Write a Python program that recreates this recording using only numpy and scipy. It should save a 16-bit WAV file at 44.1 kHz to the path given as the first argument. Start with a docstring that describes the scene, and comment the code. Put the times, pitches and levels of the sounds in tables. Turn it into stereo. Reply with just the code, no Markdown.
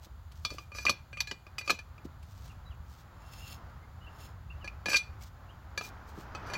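"""A field, over a low rumble, a far road and a thin hiss. Boots brush and thud in grass; dry stalks snap.
A hand-held steel bar is threaded through the head of a ground screw: each contact clanks the earth-damped
tube and rings the bar, and its ribs tick over the rim. Faint birds whistle while the bar levers the screw
round, the thread grinding in dry soil. The bar clatters out and back in as a vehicle's tyres draw near."""
import sys
import numpy as np
from scipy import signal
from scipy.fft import rfft, irfft
from scipy.io import wavfile
from scipy.ndimage import uniform_filter1d

SR = 44100
rng = np.random.default_rng(int(sys.argv[2]) if len(sys.argv) > 2 else 0)


def unload_wav(signal):
    """Save mono or channel-first audio to the path in sys.argv[1] as 16-bit WAV at rate SR, clipped to [-1, 1]."""
    wavfile.write(
        sys.argv[1],
        SR,
        np.round(np.clip(np.atleast_2d(signal).T, -1, 1) * 32767).astype(np.int16),
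    )


N = 289737
TIME = np.arange(N) / SR
BINS = np.fft.rfftfreq(N, 1 / SR)

# tone colour of the rumble, the road and the hiss: f/Hz, relative density/dB
RUMBLE_SPECTRUM = [(12, -71), (20, -29.5), (52, -0.5), (75, 2.5), (94, -1), (267, -28), (330, -94),
                   (430, -79), (730, -120)]
ROAD_SPECTRUM = [(120, -2), (200, -4.5), (419, -9.5), (812, -3.5), (916, -3.5), (1350, -3.5), (2380, -16.5),
                 (2760, -19.5), (3040, -19), (3920, -26), (5000, -26), (6500, -32), (11000, -120)]
HISS_SPECTRUM = [(2060, -7.5), (3500, -2.5), (4890, -6), (5340, -16), (7090, -5), (8000, -18.5),
                 (12500, -11.5), (14600, -10), (15800, -7.5)]
# fader rides of the rumble and the far road: t/s, level/dB
RUMBLE_RIDE = [(0, -52), (.5, -47.5), (1.8, -53), (2.55, -45), (3.2, -50), (3.6, -46), (6.57, -52)]
ROAD_RIDE = [(0, -61.5), (1.9, -60.5), (3.35, -57), (4.75, -54.5), (5.6, -58.5)]
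# boots and clothes brushing dry grass: t/s, length/s, level/dB
GRASS_BRUSHES = [(0.0, 0.087, -62), (0.28, 0.45, -59), (2.04, 0.028, -50), (2.15, 0.51, -65),
                 (2.81, 0.28, -65.5), (5.17, 0.15, -60), (5.79, .12, -46.5), (6.06, 0.089, -58.5),
                 (6.13, 0.14, -58)]
# boots landing on soil: t/s, level/dB, thud f/Hz
FOOTFALLS = [(0.061, -57.5, 257), (0.512, -47.5, 380), (0.54, -52.5, 385), (2.048, -42, 202),
             (6.174, -43.5, 218)]
# dry stalks breaking: t/s, level/dB
STALK_SNAPS = [(0.316, -57), (2.228, -56.5), (2.478, -56.5), (3.335, -53.5), (3.695, -70)]
# bar hitting screw: t/s, level/dB, hardness/(dB per octave), extra main ring/dB,
# looseness (1 = usual grip), clank f/Hz, main ring f/Hz
BAR_HITS = [(0.4492, -35, 4.5, -1.5, 0.69, 1194, 2385), (0.503, -48, 2.8, 0, 2.1, 1210.0, 2463),
            (0.583, -47, -0.9, 0.5, 0.92, 1040, 2426), (0.718, -57, -3.5, 2.5, 2.0, 1185.0, 2440),
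            (0.749, -53.5, -3.5, 2, 2.4, 1170.0, 2380), (0.784, -45, 0.2, 2, 1.13, 1700, 2440),
            (0.852, -33.5, 0.2, -14, 0.3, 1160, 2370), (0.865, -36, 0.5, 8, 1.6, 2025.0, 2390),
            (0.882, -40, -2, 7.5, 0.91, 1590.0, 2330), (0.8946, -26.0, 1.6, -7.5, 0.42, 1195, 2473),
            (1.129, -53.0, -2, 2, 1.3, 1610.0, 2440), (1.171, -51, -0.4, 5.5, 2.5, 1185.0, 2380),
            (1.204, -36.5, 8, 2, 0.31, 2040, 2453), (1.272, -46.5, 2.2, 0, 2.9, 1670.0, 2440),
            (1.3119, -39.5, -0.4, 0.5, 0.29, 1980, 2954), (1.466, -59, -4.5, 5, 0.37, 1190, 2480),
            (1.5823, -41.5, 3, 0.5, 0.84, 2060, 2482), (1.611, -50, -0.5, -1, 1.5, 2020.0, 2450),
            (1.676, -40, 0.2, 0.5, 2.9, 1210.0, 2670), (1.696, -32.5, -2.5, 1.5, 0.3, 1344, 2466),
            (1.7027, -28, 1.5, -2, 0.47, 1200.0, 2485), (1.789, -50.5, 0.0, 4.5, 0.69, 1750.0, 2443),
            (1.979, -62.5, -5, 3.5, 0.18, 1220.0, 2620), (4.6434, -47.5, -3, 0, 1.6, 1670, 2390),
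            (4.676, -51.5, 1.5, 9.5, 0.22, 1200, 2524), (4.858, -36, -1, 0.5, 0.97, 1770, 2480),
            (4.884, -38.5, -4.5, 2, 0.32, 1710, 2420), (4.901, -42, 0.7, 0.5, 0.87, 1670, 2450),
            (4.915, -40, 0, 4, 3.5, 1600.0, 2450), (4.931, -34.5, 1, 1, 1.7, 1600.0, 2380),
            (4.9423, -35.5, -1, 12, 2, 1610.0, 2380), (4.959, -35.5, 8, -6, 1.02, 1605.0, 2420),
            (4.966, -37, 10, 6, 0.81, 1546, 2384), (5.776, -35.5, 1.3, -2.5, 0.78, 1680, 2330),
            (5.81, -44.5, -4, -1, 0.33, 1260, 2580), (6.349, -44.5, -3.2, -2.5, 0.92, 1420, 2550),
            (6.499, -47.5, -5.5, -2.5, 1.1, 1660, 2460), (6.535, -39, 1.5, -14, 2.1, 1690.0, 2400),
            (6.552, -52, 1, 11.5, 0.84, 1680, 2340)]
# modes of the screw's tube, damped by the soil: f/Hz, nominal width/Hz, level/dB
TUBE_MODES = [(565, 45, -17), (1200, 65, -9), (1610, 67, -12), (2420, 35, 0), (2900, 57, -17),
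              (3380, 73, -18), (3900, 31, -14), (4480, 81, -10), (4790, 67, -13), (5160, 78, -17),
              (5440, 25, -21), (5590, 31, -22), (5950, 140, -15), (6380, 36, -25), (6580, 43, -24),
              (6980, 150, -20), (7740, 42, -25), (8970, 110, -25), (9580, 98, -39), (10200, 30, -37),
              (10300, 28, -41), (10700, 45, -31), (11100, 55, -34), (12100, 35, -26), (12400, 29, -36),
              (12800, 83, -41)]
# modes of the bar: f/Hz, level/dB, t60 at the usual grip/s
BAR_MODES = [(1260, -19, .12), (1690, -15, .12), (2024, -19, .14), (2416, 2, .21), (2546, -12, .1),
             (3112, -15, .16), (3450, -15, .24), (3908, -13, .13), (4105, -14, .15), (4480, -11, .16),
             (4550, -17, .28), (4786, -11, .11), (5170, -18, .16), (5441, -16, .14), (5965, -11, .13),
             (6975, -15, .12), (7744, -19, .18), (8975, -24, .13), (10730, -27, .15), (12075, -26, .14)]
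# dense rattle of a contact: f/Hz, relative density/dB
RATTLE_SPECTRUM = [(71, -52), (120, 0.5), (1020, -8), (1190, -10.5), (1830, -40), (2200, -21), (2440, 1),
                   (2750, -11), (3660, -5.5), (4480, -2.5), (5490, -11), (7160, -13), (8420, -29),
                   (9130, -29.5), (15500, -30)]
# the five registers of a hit (thump, clank, main ring, upper ring, sparkle): low f/Hz, high f/Hz
HIT_REGISTERS = [(170, 900), (900, 2100), (2100, 2900), (2900, 5500), (5500, 15800)]
# voice of each register: radiation/dB, favoured mode over the rest/dB, its t60 at the usual grip/s
REGISTER_VOICES = [(-5, 4, 0.039), (3.6, 1.5, 0.084), (9, -2, 0.17), (4, 0.5, 0.09), (-5.5, -3, 0.16)]
# favoured mode of thump, upper ring and sparkle: usual f/Hz, relative spread from hit to hit
FAVOURED_MODES = [(680, .2), (4490, .05), (5930, 0.0058)]
# bar sliding in its hole: t/s, length/s, level/dB
BAR_SLIDES = [(0.73, 0.13, -44), (1.63, 0.16, -50), (4.87, 0.13, -34.5), (5.8, 0.087, -50.5),
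              (6.45, 0.12, -51.5)]
# bird notes: t/s, length/s, f/Hz, glide/octaves, arch above both ends/octaves, level/dB
BIRD_NOTES = [(2.494, 0.029, 2730, -0.29, 0.064, -59.5), (2.651, 0.049, 3900, -0.027, 0.0061, -63),
              (2.701, 0.035, 2900, -0.6, 0.011, -61), (3.414, 0.045, 2790, -0.099, 0.051, -54.5),
              (3.817, 0.037, 2110, -.05, 0.047, -66), (4, 0.081, 2940, -0.03, 0.037, -61),
              (4.064, 0.024, 2730, .16, -0.035, -52.5), (4.498, 0.027, 2794, 0.035, .2, -49),
              (4.606, 0.04, 2860, -0.33, .09, -57), (5.203, .035, 2210, .16, -0.0081, -61.5),
              (5.482, 0.04, 2940, 0.39, -0.041, -61)]
# pulls on the bar that turn the screw: t/s, length/s, level/dB
LEVER_PULLS = [(3.11, 0.32, -56.5), (3.354, 0.19, -51), (4.107, 0.16, -53)]
# resonances of the buried screw: f/Hz, width/Hz, gain/dB
BURIED_RESONANCES = [(2730, 28, 15), (3300, 810, 1), (4350, 1300, -0.5), (5190, 100, 7.5), (6510, 120, 5.5),
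                     (7000, 170, 3.5), (8940, 630, -8.5), (10600, 390, -11)]
# stereo balance of near and far sounds: f/Hz, left minus right/dB
NEAR_PAN = [(100, 2.5), (600, -3), (1200, -5), (1900, -0.5), (2450, 0.5), (3300, -5.5), (4500, -8),
            (6500, -9.5), (13000, -15)]
FAR_PAN = [(60, -1.5), (110, 0.5), (200, -0.5), (380, -1), (700, -1.5), (1290, -2.5), (2380, 1.5),
           (4400, -9.5), (8120, -5), (15000, -4.5)]
# stereo phase of near sounds: f/Hz, left lead/rad
NEAR_LEAD = [(100, -0.13), (600, -0.86), (1200, -0.81), (2400, -1.93), (4000, -2.44), (9000, -0.7)]
# stereo likeness of near and far sounds: f/Hz, left-right correlation
NEAR_CORRELATION = [(200, 1), (2400, 0.69), (4500, 0.37), (12000, 0.64)]
FAR_CORRELATION = [(60, 1), (130, 0.99), (290, 0.94), (640, 0.75), (1410, 0.56), (3100, -0.2), (6820, 0.12),
                   (15000, -0.079)]


def undb(db):
    """Decibels to gain."""
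    return 10 ** (np.asarray(db) / 20)


def unit(x):
    """Scale to rms 1."""
    return x / np.sqrt(np.mean(x ** 2) + 1e-20)


def unit_attack(x, size=353):
    """Scale to rms 1 over the attack, by default the first 8 ms."""
    return x / np.sqrt(np.mean(x[:, :size] ** 2) + 1e-20)


def curve(points, hz):
    """Read an (f/Hz, value) curve on a log-frequency axis."""
    f, value = np.transpose(points)
    return np.interp(np.log(np.maximum(hz, 1)), np.log(f), value)


def add(out, s, sound):
    """Mix a sound in at time s."""
    i = max(int(s * SR), 0)
    out[:, i:i + sound.shape[-1]] += sound[..., :max(N - i, 0)]


def band(x, lo_hz, hi_hz, order=3):
    """Causal band-pass."""
    sos = signal.butter(order, [lo_hz, min(hi_hz, SR / 2 - 1)], "band", fs=SR, output="sos")
    return signal.sosfilt(sos, x)


def fade(t, t60):
    """Hold at 1 until t = 0, then fall 60 dB every t60."""
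    return np.exp(-np.log(1000) * np.maximum(t, 0) / t60)


def drift(rate_hz):
    """Smooth random wander at rms 1."""
    hold = int(SR / rate_hz)
    steps = np.repeat(rng.standard_normal(N // hold + 1), hold)
    return unit(uniform_filter1d(uniform_filter1d(steps, hold), hold)[:N])


def noise(spectrum, correlation, size=N):
    """Coloured stereo noise whose width is set per frequency."""
    hz = np.fft.rfftfreq(size, 1 / SR)
    alike = np.clip(curve(correlation, hz), -1, 1)
    mid, side = rfft(rng.standard_normal((2, size)))
    pair = mid * np.sqrt(1 + alike) + np.array([[1], [-1]]) * side * np.sqrt(1 - alike)
    return unit(irfft(pair * undb(curve(spectrum, hz)), size))


def grains(per_s, spread_db):
    """Random tiny impacts, a few much larger than the rest."""
    clicks = (rng.random(N) < per_s / SR) * rng.choice([-1, 1], N)
    return clicks * undb(spread_db * np.minimum(rng.exponential(size=N), 4))


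def swells(rows, taper):
    """Soft-edged envelope from rows of t/s, length/s, level/dB."""
    out = np.zeros((1, N))
    for s, length, db in rows:
        add(out, s, undb(db) * signal.windows.tukey(max(int(length * SR), 2), taper))
    return out[0]


def place(x, balance, phase=None):
    """Stereo placement: level and phase differences between the two microphone ports."""
    lead = 0 if phase is None else curve(phase, BINS)
    tilt = undb(curve(balance, BINS))
    left_right = np.array([tilt * np.exp(1j * lead), np.ones(len(BINS))]) * 2 / (1 + tilt)
    return irfft(rfft(x) * left_right, N)


def rumble(throb_db=1.1):
    """A low, throbbing bed of noise."""
    bed = noise(RUMBLE_SPECTRUM, FAR_CORRELATION)
    return bed * undb(np.interp(TIME, *np.transpose(RUMBLE_RIDE)) + throb_db * drift(12))


def road(speed_m_s=23, closest_s=6.638, closest_m=2.4, tyres_at_1m_db=-30.5, flutter_db=1.46):
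    """The wash of a far road, and one vehicle whose tyre noise grows as 1 / distance."""
    distance_m = np.hypot(speed_m_s * (TIME - closest_s), closest_m)
    far_traffic = undb(np.interp(TIME, *np.transpose(ROAD_RIDE)))
    level = np.hypot(far_traffic, undb(tyres_at_1m_db) / distance_m)
    return noise(ROAD_SPECTRUM, FAR_CORRELATION) * level * undb(flutter_db * drift(8))


def hiss(level_db=-67.5):
    """A thin, even layer of air on top."""
    return noise(HISS_SPECTRUM, FAR_CORRELATION) * undb(level_db)


def grass(sizzle_db=-5, patchy_db=3.5):
    """Dry stalks crackle in uneven patches as boots and clothes brush them."""
    stalks = np.array([grains(per_s=2200, spread_db=3.5) for _ in range(2)])
    crackle = unit(band(stalks, 2400, 7300, order=2))
    sizzle = undb(sizzle_db) * unit(band(stalks, 9500, 18000, order=2))
    return (crackle + sizzle) * swells(GRASS_BRUSHES, taper=1) * undb(patchy_db * drift(45))


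def boots(t60=0.057, heel_s=0.0029, band_ratio=1.85):
    """Each heel pushes a dull thud out of the packed soil."""
    out, t = np.zeros((2, N)), np.arange(SR // 5) / SR
    for s, db, hz in FOOTFALLS:
        push = rng.standard_normal((1, len(t))) * fade(t, t60) * (1 - np.exp(-t / heel_s))
        thud = band(push, hz / band_ratio, hz * band_ratio)
        add(out, s, undb(db) * unit_attack(thud, size=882))
    return out


def snaps(t60=0.089):
    """A stalk breaks in a quick run of splinters."""
    out, t = np.zeros((2, N)), np.arange(SR // 12) / SR
    for s, db in STALK_SNAPS:
        splinters = rng.standard_normal((2, len(t))) ** 3 * fade(t, t60)
        add(out, s, undb(db) * unit_attack(band(splinters, 1900, 4400, order=1)))
    return out


def ring(t, hz, db, t60, scatter_db, detune):
    """Struck steel modes; the point of contact changes their strengths and shifts them a little."""
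    strength, shift, spread = rng.standard_normal((3, len(hz)))
    phase = rng.uniform(0, 2 * np.pi, len(hz))
    apart = np.arccos(np.clip(curve(NEAR_CORRELATION, hz), -1, 1)) * spread / 2
    weights = undb(db + scatter_db * strength) * np.exp(1j * (phase + np.array([apart, -apart])))
    waves = np.exp(2j * np.pi * (hz * (1 + detune * shift))[:, None] * t) * fade(t, t60[:, None])
    return unit_attack((weights @ waves).imag)


def sheen_db(hz, lift_db=5.5):
    """A direct steel-on-steel blow lifts a band of high modes."""
    return lift_db * ((hz > 8400) & (hz < 11500))


def steel_blow(t, loose, chatter_s, bar_db=-3, rattle_db=-2, thud_db=-11):
    """One raw hit: the tube clanks, the bar rings, the contact rattles, the shank thuds into the soil."""
    hz, width, db = np.transpose(TUBE_MODES)
    tube_t60 = 1.15 * np.log(1000) / np.pi / width
    tube = ring(t, hz, db + sheen_db(hz), tube_t60, scatter_db=4, detune=0.005)
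    hz, db, t60 = np.transpose(BAR_MODES)
    bar = ring(t, hz, db + sheen_db(hz), t60 * loose, scatter_db=5, detune=0.0016)
    rattle = unit_attack(noise(RATTLE_SPECTRUM, NEAR_CORRELATION, len(t)) * fade(t - chatter_s, 0.065))
    thud = unit_attack(band(rng.standard_normal((1, len(t))) * fade(t, 0.12), 114, 500, order=2))
    return tube + undb(bar_db) * bar + undb(rattle_db) * rattle + undb(thud_db) * thud


def clinks(chatter_s=0.0036, rise_s=0.00064, choke_t60=0.075, punch=0.23, mode_punch=0.39, pivot_hz=2260):
    """Bar meets screw: each blow is voiced in five registers and chokes the ring before it."""
    out, t = np.zeros((2, N)), np.arange(SR // 4) / SR
    free_hz = np.array([mode[0] for mode in [*TUBE_MODES, *BAR_MODES]])
    usual_hz, spread = np.transpose(FAVOURED_MODES)
    landings = rng.standard_normal((len(BAR_HITS), len(FAVOURED_MODES)))
    gaps = np.diff([hit[0] for hit in BAR_HITS] + [2 * N / SR])
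    touching = fade(t - chatter_s, 0.072)  # the steel is loudest while the parts still touch
    for hit, gap, landing in zip(BAR_HITS, gaps, landings):
        s, level_db, hardness, ring_db, loose, clank_hz, ring_hz = hit
        loose = max(loose, 0.2)
        blow = steel_blow(t, loose, chatter_s)
        # where the bar lands favours one mode in each register
        pitches = np.insert(usual_hz * np.exp(spread * landing), 1, [clank_hz, ring_hz])
        # a harder hit tilts brighter about the pivot, levelling off an octave above it
        octaves = np.minimum(np.log2(np.insert(usual_hz, 1, [clank_hz, ring_hz]) / pivot_hz), 1)
        levels = level_db + hardness * octaves + ring_db * np.array([0, 0, 1, 0, 0])
        choke = fade(t - gap, choke_t60 * loose ** 2)  # a loose bar rings on through the next hit
        envelope = (1 - np.exp(-t / rise_s)) * (1 + punch * touching) * choke
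        for (lo, hi), db, hz, voice in zip(HIT_REGISTERS, levels, pitches, REGISTER_VOICES):
            radiation_db, mode_db, t60 = voice
            # a pressed bar is pulled off pitch, a loose one settles on the nearest free mode
            nearest_hz = free_hz[np.argmin(abs(free_hz - hz))]
            hz = hz + (nearest_hz - hz) * min(loose, 1) ** 2
            decay = fade(t, t60 * loose ** 0.75) * (1 + mode_punch * touching)
            mode = np.sin(2 * np.pi * hz * t)[None] * decay
            register = unit_attack(band(blow, lo, hi)) + undb(mode_db) * unit_attack(mode)
            add(out, s, undb(db + radiation_db) * unit_attack(register * envelope))
    return out


def slides(bar_db=-2, tick_db=-12):
    """The ribs of the bar tick densely over the rim of the hole and keep both parts singing."""
    t = np.arange(SR // 8) / SR
    hz, width, db = np.transpose(TUBE_MODES)
    tube = ring(t, hz, db, np.log(1000) / np.pi / width, scatter_db=4.5, detune=0.012)
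    bar = ring(t, *np.transpose(BAR_MODES), scatter_db=2, detune=0.0006)
    ticks = grains(per_s=560, spread_db=3.5)
    steel = signal.fftconvolve(tube + undb(bar_db) * bar, ticks[None], axes=1)[:, :N]
    bright = unit(band(steel, 2740, 18000, order=1))  # tiny hard contacts stress the upper modes
    scrape = unit(bright + undb(tick_db) * unit(band(ticks, 1300, 5800)))
    return scrape * swells(BAR_SLIDES, taper=0.53)


def birds(waver=0.013):
    """Short slurred whistles from the trees, each a straight or arched glide."""
    out, wobble = np.zeros((2, N)), 1 + waver * drift(300)
    for s, length, pitch_hz, glide, arch, db in BIRD_NOTES:
        progress = np.linspace(0, 1, max(int(length * SR), 2))
        octaves = glide * (progress - 0.5) - arch * (2 * progress - 1) ** 2
        hz = pitch_hz * 2 ** octaves * wobble[int(s * SR):][:len(progress)]
        whistle = np.sqrt(2) * np.sin(2 * np.pi * np.cumsum(hz) / SR)
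        add(out, s, undb(db) * np.sin(np.pi * progress) * whistle)
    return out


def grinding(fizz_db=-5, catch_db=-2.2, build_share=0.67, start_db=-22.5, stop_t60=0.13):
    """Dry soil slips along the thread in dense grains, heard through the buried screw and as fine fizz."""
    grit = np.array([grains(per_s=3500, spread_db=3) for _ in range(2)])
    body = sum(undb(db) * band(grit, hz - width / 2, hz + width / 2, order=1)
               for hz, width, db in BURIED_RESONANCES)
    fizz = undb(fizz_db) * unit(band(grit, 8200, 21700, order=2))
    effort = np.zeros(N)
    for s, length, db in LEVER_PULLS:  # each pull builds, holds, then dies quickly
        slack = np.maximum(1 - (TIME - s) / (build_share * length), 0)
        effort += undb(db + start_db * slack) * fade(TIME - s - length, stop_t60)
    catching = undb(catch_db * drift(60))  # the thread catches and lets go unevenly
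    return unit(unit(body) + fizz) * effort * catching


def field_scatter(x, t60, build_s, top_hz):
    """A short outdoor tail, scattered back from the grass and the tree line."""
    t = np.arange(SR // 2) / SR
    wash = band(rng.standard_normal((2, len(t))), 200, top_hz, order=1)
    tail = wash * fade(t, t60) * (1 - np.exp(-t / build_s))
    return signal.fftconvolve(x, unit(tail) / np.sqrt(len(t)), axes=1)[:, :N]


def scene():
    """Steel, soil and boots up front, birds in the trees, the distant bed behind."""
    near = clinks() + slides() + grinding() + boots() + grass() + snaps()
    song = birds()
    near += undb(-24.5) * field_scatter(near, t60=0.29, build_s=0.0037, top_hz=6100)
    song += undb(-7.5) * field_scatter(song, t60=0.13, build_s=0.0082, top_hz=5000)
    far = rumble() + road() + hiss()
    return place(near, NEAR_PAN, NEAR_LEAD) + song + place(far, FAR_PAN)


def record(dry):
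    """A steep low-pass shaves off the very top."""
    return signal.sosfilt(signal.ellip(10, 0.2, 70, 15950, fs=SR, output="sos"), dry)


dry = scene()
out = record(dry)
unload_wav(out)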